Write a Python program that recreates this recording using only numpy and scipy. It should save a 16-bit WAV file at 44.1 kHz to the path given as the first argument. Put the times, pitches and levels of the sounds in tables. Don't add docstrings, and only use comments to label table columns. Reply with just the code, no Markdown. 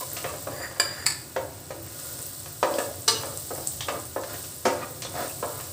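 import sys
import numpy as np
from scipy import signal
from scipy.fft import rfft, irfft
from scipy.io import wavfile
from scipy.ndimage import uniform_filter1d

SR = 44100
rng = np.random.default_rng(int(sys.argv[2]) if len(sys.argv) > 2 else 0)


def voltage_ratio(level):
    return 10 ** (np.asarray(level, float) / 20)


def persist_wave(psi):
    counts = np.round(np.clip(psi, -1, 1) * 32767).astype(np.int16)
    wavfile.write(sys.argv[1], SR, np.atleast_2d(counts).T)


N = 252252

# (pitch [Hz], level [dB], t60 [s])
PAN_MODES = [(287, -18, 0.41), (328.6, -5.5, 0.068), (357, -24.5, 0.085), (451, -14.5, 0.26),
             (502.5, -3, 0.19), (560, -2.5, 0.24), (590.7, -4, 0.26), (624, -16.5, 0.043),
             (701.5, -6, 0.21), (776, -13, 0.29), (929, -7, 0.053), (1020, -8.5, 0.29), (1190, -4, 0.1),
             (1220, -7.5, 0.2), (1340, -19.5, 0.16), (1650, -8, 0.08), (1924, -12.5, 0.12),
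             (2030, -14, 0.079), (2656, -14, 0.048), (2930, -18, 0.12), (3410, -13, 0.02),
             (4650, -13, 0.025), (5100, -14.5, 0.035), (5890, -10, 0.035)]
# (time [s], level [dB])
BOIL = [(0.0, -39), (0.4, -43), (0.78, -48), (1.0, -47), (1.81, -48.5), (2.04, -40.5), (2.28, -41.5),
        (2.55, -45), (2.75, -41), (3.08, -44.5), (3.25, -41.5), (3.73, -41), (4.2, -45.5), (4.41, -40.5),
        (4.62, -45), (5.08, -45), (5.19, -40.5), (5.72, -42)]
FLAT = [(1, 0), (2, 0)]


def evened(x):
    return x / np.sqrt(np.mean(x ** 2) + 1e-20)


def peaked(x):
    return x / abs(x).max()


def read(points, hz):
    f, value = np.transpose(points)
    return np.interp(np.log(hz + 1), np.log(f + 1), value)


def curve(rows):
    s, db = np.transpose(rows)
    return voltage_ratio(np.interp(np.arange(N) / SR, s, db, -120, -120))


def add(mix, s, sound):
    part = mix[round(s * SR):][:len(sound)]
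    part += sound[:len(part)]


def coloured(x, points, lo_hz=0, hi_hz=22000):
    hz = np.fft.rfftfreq(len(x), 1 / SR)
    band = 1 / np.sqrt((1 + (lo_hz / (hz + 1)) ** 8) * (1 + (hz / hi_hz) ** 8))
    return evened(irfft(rfft(x) * voltage_ratio(read(points, hz)) * band, len(x)))


def sparks(per_s, spread_db):
    size = voltage_ratio(spread_db * np.minimum(rng.exponential(1, N), 4)) * rng.choice([-1, 1], N)
    return size * (rng.random(N) < per_s / SR)


def ring(modes, gains=0.89, damp=0.65, split=0.02):
    hz, db, t60 = np.transpose(modes)[:, :, None]
    t = np.arange(SR // 3) / SR
    detune = rng.uniform(-0.83, 1, (4, len(modes), 1)) * [[[.2]], [[1]], [[1]], [[2]]]
    phase = 2 * np.pi * hz * (1 + split * detune) * t
    lines = (np.sin(phase.astype(np.float32)) * [[[1]], [[.6]], [[.6]], [[.4]]]).sum(0)
    return (gains * voltage_ratio(db - 60 * t / (damp * t60)) * lines).sum(0)


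def thud(modes, t60=0.066):
    t, tone = np.arange(SR // 3) / SR, np.asarray(modes)[:, :2]
    noise = coloured(rng.standard_normal(len(t)), tone, 0.64 * tone[0, 0], 1.454 * tone[-1, 0])
    return noise * voltage_ratio(-60 * t / t60)


def contact(ms, size):
    return 1 - np.exp(-np.arange(size) * 1000 / SR / max(ms, .05))


def bounced(sound, ms, share):
    return signal.lfilter(np.r_[1, np.zeros(round(ms * SR / 1000)), share], 1, sound)


def knocks():
    # (time [s], strength [dB], edge: treble over bass [dB], struck spot [Hz])
    blows = [(0.009, -30.5, -2, 516), (0.168, -44, 21, 1970), (0.243, -22, -16, 1080),
             (0.337, -29.5, -16, 554), (0.470, -22, -21, 596), (0.519, -29, -18, 522),
             (0.599, -29.5, -22, 1150), (0.711, -43.5, 5, 1760), (0.764, -37, -3, 560),
             (1.362, -17.5, -12, 575), (1.705, -25.5, -10, 450), (1.988, -46.5, 9, 1180),
             (2.458, -42.5, 7, 1620), (2.628, -8.5, -14.5, 506), (2.784, -16.5, -10.5, 645),
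             (3.233, -27, -7.5, 724), (3.505, -24, -41, 480), (3.577, -28.5, -25, 560),
             (3.807, -42, 20.5, 1650), (3.884, -22.5, -4.5, 1320), (4.161, -16, -33, 480),
             (4.234, -31.5, 0, 550), (4.34, -52, 15, 1300), (4.439, -40, 8, 372), (5.021, -41.5, 16, 420),
             (5.049, -29, 0.5, 439), (5.427, -17.5, -30, 470), (5.599, -37.5, -1, 1020)]
    overtone = 2.28
    out, pan = np.zeros(N), np.array(PAN_MODES)
    hz = pan[:, 0]
    low, middle, high = hz < 900, (hz > 900) & (hz < 2500), hz > 2500
    for s, db, edge_db, spot_hz in blows:
        spot = .2
        for near_hz in (spot_hz, overtone * spot_hz, spot_hz / overtone):
            spot = spot + 1 / (1 + (np.log(hz / near_hz) / .2) ** 2)
        middle_db = -1.5 + 0.39 * edge_db + 6.5 * (spot_hz > 900)
        for part_db, group in (0, low), (middle_db, middle), (edge_db + 2, high):
            sound = peaked(ring(pan[group], spot[group, None])) + 0.96 * peaked(thud(pan[group], 0.072))
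            sound = bounced(sound * contact(0.95, size=len(sound)), 15.0, 0.37)
            add(out, s, voltage_ratio(db + part_db) * peaked(sound))
    return out


def hard_blows():
    # (time [s], peak [dB], crack share, contact [ms], crack t60 [s], spread of the split lines)
    rim_blow = [
        (3.0783, -4.5, 0.65, 0.35, 0.11, .006),
    ]
    wall_blow = [
        (4.653, -8.5, 0.6, 0.54, 0.17, .012),
    ]
    clink_blow = [
        (0.7983, -2.2, 0.39, 0.55, 0.039, .006),
    ]
    clank_blow = [
        (1.0602, -5.5, 0.6, .3, 0.035, .02),
    ]
    # (pitch [Hz], level [dB], t60 [s])
    rim, wall = [(460, -11.5, 0.094), (787, -16, 0.54), (910, -13, 0.22), (1196, -5, 0.13),
                 (1690, -12, 0.25), (2929, -11, 0.4), (4400, 1.5, 0.035), (4651, -16, 0.26),
                 (4958, -2, 0.14), (5082, -10, 0.18), (5430, -7.5, 0.15), (5916, -1.5, 0.25),
                 (6331, -12, 0.2), (7025, -11, 0.4), (7600, -11, 0.28), (8340, -4, 0.08), (9010, -8, 0.19),
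                 (9400, -18, 0.18)], [(280, -3.5, 0.31), (362.4, 0, 0.34), (510, -2.5, 0.88), (585.5, 1.5, 0.59),
                              (786, -6, 0.3), (909, -4, 0.11), (1180, -8.5, .1), (1172, 0, .1),
                              (1284, -4, .1), (1600, -10, 0.1), (2220, -12, 0.092), (3580, -23, .05),
                              (5170, -16.5, .08)]
    clink, clank = [(560, 2, 0.053), (1080, 0, 0.073), (1696, 3, 0.036), (1783, 4, 0.055),
                    (2400, 0.5, 0.047), (2860, -4, 0.11), (4619, -5, 0.096), (4805, 10, 0.13),
                    (4940, -6, 0.12), (6300, -15.5, 0.069), (7276, 4, 0.065), (7665, -1, 0.089),
                    (9740, -2.5, 0.1), (11740, -8.5, 0.13)], [(1771, 0, 0.05), (2044, -1, 0.035), (2500, -5, .05), (3400, -14, 0.04),
                                   (4480, -2, 0.18), (4620, 6, 0.09), (4800, 10.5, 0.03), (4980, 0, 0.02),
                                   (6100, -24, 0.03), (7050, -4, 0.12), (7720, 6, 0.045), (9600, -7, .1),
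                                   (11720, -13, .12)]
    # (delay [ms], level [dB])
    all_landings = [
        [(0, 0), (4.5, -1), (18, -18), (30, -15)],
        [(0, 0), (5.5, -9), (50, -22)],
        [(0, 0), (3, -6), (18, -14), (58, -22)],
        [(0, -13), (4, 0), (12.5, -10), (22, -16), (42, -13), (46, -15), (61, -15)],
    ]
    out = np.zeros(N)
    parts = (rim_blow, rim), (wall_blow, wall), (clink_blow, clink), (clank_blow, clank)
    for (blow, modes), landings in zip(parts, all_landings):
        s, db, crack, ms, crack_t60, split = blow[0]
        body = peaked(ring(modes, split=split)) + crack * peaked(thud(modes, crack_t60))
        body = body * contact(ms, size=len(body))
        sound = np.zeros(len(body))
        for delay_ms, landing_db in landings:
            add(sound, delay_ms / 1000, voltage_ratio(landing_db) * body)
        add(out, s, voltage_ratio(db) * peaked(sound))
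    return out


def strokes():
    # (start [s], length [s], pressure [dB], grit: gritty over low drag [dB])
    moves = [(0, 0.58, -46, -4), (0.523, 0.32, -44, -14), (.82, 0.34, -48, 5), (1.71, 0.84, -53.5, 2),
             (2.602, 0.45, -53, 6), (3.098, 0.44, -40, -10), (3.84, .26, -32, -15),
             (4.247, 0.22, -42.5, 2.5), (4.616, 0.43, -38.5, -5), (5.10, .27, -33, -1),
             (5.396, 0.4, -41.5, -11)]
    rise, fall = .3, .55
    low, gritty = voltage_ratio(-51.5) * np.ones(N), voltage_ratio(-49.5) * np.ones(N)
    for s, length, db, grit_db in moves:
        u = np.arange(0, length, 1 / SR) / length
        press = np.clip(np.minimum(u / rise, (1 - u) / fall), 0, 1) ** 2
        add(low, s, voltage_ratio(db) * press)
        add(gritty, s, voltage_ratio(db + grit_db) * press)
    return low, gritty


def scrape():
    low, high = PAN_MODES[:15], PAN_MODES[15:21]
    grit = evened(sparks(900, 2.5)) + 0.73 * rng.standard_normal(N)
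    drag = evened(signal.fftconvolve(grit, ring(low, damp=0.84) + 1.14 * thud(low))[:N])
    gritty = evened(signal.fftconvolve(grit, ring(high, damp=0.72) + 2.4 * thud(high))[:N])
    low_gain, gritty_gain = strokes()
    return voltage_ratio(-3.0) * low_gain * drag + voltage_ratio(-7.0) * gritty_gain * gritty


def stutters():
    # (time [s], length [s], level [dB], first pitch
    # [Hz], second pitch [Hz])
    slips = [(.627, .05, -36, 1900, 1500), (4.807, .048, -35, 1210, 1910), (3.095, .09, -36, 450, 280),
             (2.70, .075, -27, 570, 330), (.175, .05, -43, 2850, 1950), (.25, .08, -39, 1150, 2640),
             (2.86, .07, -35, 575, 520), (5.02, .04, -40, 4300, 2900), (5.14, .12, -33, 720, 1000),
             (.48, .06, -38, 280, 720), (1.72, .12, -42, 330, 500), (5.15, .12, -40, 1300, 1900),
             (5.15, .14, -36, 540, 1700), (3.81, .05, -38, 3300, 3650), (4.815, .04, -44, 2450, 1600),
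             (5.05, .03, -41, 3500, 2900), (5.29, .03, -44, 2650, 1200), (2.79, .05, -36, 1250, 1650),
             (2.79, .09, -40, 8200, 5500), (4.16, .04, -36, 1050, 360), (3.082, .04, -33, 4450, 4700),
             (3.10, .11, -38, 2925, 5920), (0, .05, -38, 1030, 520), (3.505, .05, -33, 330, 440)]
    out = np.zeros(N)
    for s, length, db, first_hz, second_hz in slips:
        t = np.arange(0, length, 1 / SR)
        fuzz = uniform_filter1d(rng.standard_normal((2, 2, len(t))), round(9.0 * SR / first_hz))
        waver = .5 + .5 * (evened(fuzz[0]) + 1j * evened(fuzz[1]))
        held = np.real(waver * np.exp(2j * np.pi * t * [[first_hz], [second_hz]]))
        low_hz, high_hz = sorted((first_hz, second_hz))
        rub = coloured(rng.standard_normal(len(t)), FLAT, 0.74 * low_hz, 1.1 * high_hz)
        slip = (held[0] + 0.34 * held[1] + 0.27 * rub) * signal.windows.tukey(len(t), .4)
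        add(out, s, voltage_ratio(db) * slip)
    return out


def rattle():
    # (time [s], level [dB])
    touches = [
        (.49, -60),
        (.53, -48),
        (.65, -36.5),
        (.69, -52),
        (.78, -54),
        (.82, -47),
        (.96, -42.5),
        (1.04, -42),
        (1.065, -55),
    ]
    # (pitch [Hz], level [dB], t60 [s])
    metal = [(1820, 5.5, 0.014), (4784, -4.5, 0.1), (7200, -4, 0.05), (9720, -11, .05), (11750, -15, .05)]
    return curve(touches) * evened(signal.fftconvolve(sparks(1500, 2.1), ring(metal, split=0.01))[:N])


def ticks():
    # (time [s], peak [dB],
    # pitch [Hz])
    taps = [(.116, -34, 1900), (.1675, -22, 2750), (.2428, -25, 2180), (.2648, -28, 1150),
            (.3282, -29, 8060), (.3721, -35, 4860), (.7622, -33, 1790), (.9827, -35, 1780),
            (1.0036, -32, 1800), (1.0261, -28, 1800), (1.3623, -26, 1670), (1.6132, -35, 15100),
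            (1.8447, -38, 5070), (1.8746, -38, 1850), (1.8916, -33, 7980), (2.05, -37, 1200),
            (2.14, -36, 5160), (2.19, -38, 1650), (2.2648, -32, 5600), (2.6289, -24, 3900),
            (2.6983, -27, 15300), (2.7397, -26, 3300), (2.7846, -22, 1250), (2.829, -25, 8410),
            (2.857, -36, 3700), (2.9392, -34, 4590), (3.0031, -26, 8680), (3.186, -32, 3800),
            (3.2116, -29, 2630), (3.2316, -25, 8140), (3.3957, -26, 15200), (3.458, -27, 8660),
            (3.4979, -25, 7940), (3.506, -22, 500), (3.514, -28, 1300), (3.521, -24, 540),
            (3.558, -33, 1900), (3.8072, -18, 3200), (3.8072, -26, 5700), (3.8841, -23, 1810),
            (3.8841, -30, 3900), (4.2293, -31, 8130), (4.2363, -30, 1750), (4.337, -32, 1630),
            (4.4648, -26, 8180), (4.7027, -28, 1710), (5.0205, -27, 4300), (5.034, -30, 3800),
            (5.0494, -25, 3530), (5.07, -33, 2900), (5.142, -28, 620), (5.155, -33, 2200),
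            (5.158, -29, 760), (5.172, -31, 1900), (5.1906, -23, 640), (5.1906, -30, 1660),
            (5.208, -28, 1200), (5.2939, -28, 8190), (5.4321, -28, 15100), (5.6416, -31, 4300)]
    # (pitch ratio, level [dB])
    tick_modes = [(1, 0), (.91, -7), (1.16, -8), (1.47, -12), (.66, -13)]
    out, t = np.zeros(N), np.arange(3000) / SR
    ratio, mode_db = np.transpose(tick_modes)[:, :, None]
    for s, db, hz in taps:
        fade = hz * t * (hz / 2000) ** .4 / 9.0
        tones = np.sin(2 * np.pi * np.minimum(ratio * hz, 15500) * t)
        modes = (voltage_ratio(mode_db) * tones).sum(0) * np.exp(-fade)
        snap = np.sin(2 * np.pi * hz * t) * np.exp(-hz * t)
        add(out, s, voltage_ratio(db) * peaked(peaked(modes) + .5 * peaked(snap)))
    return out


def spray():
    # (time [s], peak [dB])
    spits = [
        (.8, -37),
        (1.064, -29),
        (1.54, -50),
        (1.82, -46),
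        (2.52, -40),
        (2.8, -44),
        (3.08, -43),
        (3.39, -38),
        (4.05, -47),
        (4.7, -50),
    ]
    boil, t = curve(BOIL), np.arange(SR // 4) / SR
    gain = voltage_ratio(-4) * boil.mean() * (boil / boil.mean()) ** 1.3
    for s, db in spits:
        add(gain, s, voltage_ratio(db - 60 * t / 0.093) * contact(4.0, size=len(t)))
    return gain


def sizzle():
    # (frequency [Hz], level [dB per Hz])
    fizz_tone = [(1180, -49), (2000, -20), (2460, -54), (2630, -16), (3230, -12.5), (3840, -8), (5270, -6),
                 (6640, -8), (7610, -2), (8150, 1), (9930, -7.5), (12000, -8), (14900, 3.5), (15500, 5.5)]
    fine_hz = 10800
    t, grains = np.arange(200) / SR, np.zeros(N)
    for hz in np.geomspace(3500, 15500, 24):
        clump = voltage_ratio(3.4 * evened(uniform_filter1d(rng.standard_normal(N), 1500)))
        grain = np.sin(2 * np.pi * hz * t) * np.exp(-hz * t / 3) * hz ** 1.5
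        grains += signal.oaconvolve(sparks(140, 2.8) * clump, grain)[:N]
    fat = coloured(evened(grains) + 1.46 * rng.standard_normal(N), fizz_tone)
    low = coloured(fat, FLAT, hi_hz=fine_hz)
    fine = coloured(fat, FLAT, lo_hz=fine_hz)
    gusts = voltage_ratio(1.0 * evened(uniform_filter1d(rng.standard_normal(N), 2000)))
    return voltage_ratio(1.5) * curve(BOIL) * low + voltage_ratio(-0.5) * spray() * gusts * fine


def pops():
    # (time [s], peak [dB], pitch [Hz])
    bubbles = [(0.1331, -14, 14500), (0.1675, -26, 8140), (0.2276, -23, 8600), (0.3844, -27, 7810),
               (1.828, -21, 15100), (1.9994, -24, 7700), (2.2175, -26, 9840), (2.2268, -22, 9000),
               (2.2655, -17, 15000), (2.2874, -22, 15400), (2.334, -27, 8360), (2.3775, -27, 14800),
               (2.5294, -23, 14600), (2.7404, -21.5, 4910), (2.7892, -17, 7950), (3.022, -22.5, 8010),
               (3.044, -29, 8160), (3.2122, -23, 9400), (3.2574, -22, 8200), (3.3744, -15.5, 8240),
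               (3.5517, -20.5, 8300), (3.6732, -7.5, 8120), (4, -22.5, 8000), (4.054, -22, 8600),
               (4.3335, -18, 15100), (4.584, -25, 9500), (5.021, -19.5, 7960), (5.2798, -22, 8690)]
    out, t = np.zeros(N), np.arange(1500) / SR
    for s, db, hz in bubbles:
        cycles = 2.15 + .08 * (db + 22)
        burst = np.sin(2 * np.pi * hz * t) * np.exp(-hz * t / max(cycles, .5)) * (1 - np.exp(-t / .0001))
        spatter = np.diff(rng.standard_normal(len(t) + 1)) * np.exp(-t / 0.0088)
        add(out, s, voltage_ratio(db) * (peaked(burst) + 0.053 * spatter))
    return out


def fan():
    # (frequency [Hz], level [dB per Hz])
    rumble = [(15, -40), (28, -19), (60, -8), (92, 8.5), (118, 6), (145, 5.5), (195, -11), (270, -4),
              (389, -3.5), (438, -19.5), (592, -15.5), (655, -13.5), (1220, -19.5), (1520, -30),
              (1710, -21), (2010, -24), (3000, -21.5), (3900, -51), (6600, -120)]
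    swell = voltage_ratio(1.6 * evened(uniform_filter1d(rng.standard_normal(N), 6000)))
    return voltage_ratio(-45) * swell * coloured(rng.standard_normal(N), rumble)


def kitchen(x):
    # (frequency [Hz], t60 [s])
    decay = [(250, 0.56), (600, 0.65), (1500, 0.41), (4000, 0.41), (8000, 0.33), (14000, 0.28)]
    taps = np.zeros(SR)
    at = np.arange(150, SR - 20, 20)
    taps[at + rng.integers(0, 20, len(at))] = rng.choice([-1., 1.], len(at))
    hz, t, z = signal.stft(taps, SR, nperseg=256)
    tail = signal.istft(z * voltage_ratio(-60 * t / read(decay, hz)[:, None]), SR, nperseg=256)[1]
    return signal.fftconvolve(x, tail / np.linalg.norm(tail))[:N]


def scene():
    soft_wood = signal.butter(4, 7000, fs=SR, output="sos")
    small_pan = signal.butter(4, 220, "high", fs=SR, output="sos")
    blows = signal.sosfilt(soft_wood, knocks()) + hard_blows() + rattle() + ticks()
    slips, bursts = stutters(), pops()
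    echoes = kitchen(voltage_ratio(-4.5) * blows + voltage_ratio(-10.0) * slips + voltage_ratio(-2.5) * bursts)
    pan = signal.sosfilt(small_pan, blows + slips + scrape() + echoes)
    mono = pan + bursts + sizzle() + fan()
    return np.array([mono, mono])


def roll_off(x):
    return signal.sosfilt(signal.butter(12, 16810, fs=SR, output="sos"), x)


def record(dry):
    # (time [s], length [s], lowest frequency [Hz], level [dB])
    splits = [
        (0, .03, 5500, -53),
        (1.06, .04, 4200, -32),
        (2.36, .06, 5200, -50),
        (2.59, .04, 11800, -52),
        (2.93, .04, 11000, -52),
        (3.36, .04, 13800, -53),
        (3.52, .06, 5200, -46),
        (3.66, .02, 4500, -42),
        (4.70, .06, 4800, -48),
        (5.26, .045, 13000, -46),
    ]
    edge_hz = 15520
    lowpass = signal.firwin(511, edge_hz, window=("kaiser", 8), fs=SR)
    kept = signal.oaconvolve(dry, lowpass[None], "same")
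    loud = uniform_filter1d(abs(dry - kept), 200) > voltage_ratio(-40.0)
    gate = uniform_filter1d(uniform_filter1d(1. * loud, 300), 300)
    top = voltage_ratio(-19.0) * (dry - kept) * gate
    side = np.zeros(N)
    for s, length, lo_hz, db in splits:
        noise = coloured(rng.standard_normal(4096), FLAT, lo_hz, edge_hz)
        noise = coloured(noise, FLAT, lo_hz)[:round(length * SR)]
        add(side, s, voltage_ratio(db) * noise * np.hanning(len(noise)))
    return roll_off(kept + top + side * [[1], [-1]])


dry = scene()
out = record(dry)
persist_wave(out)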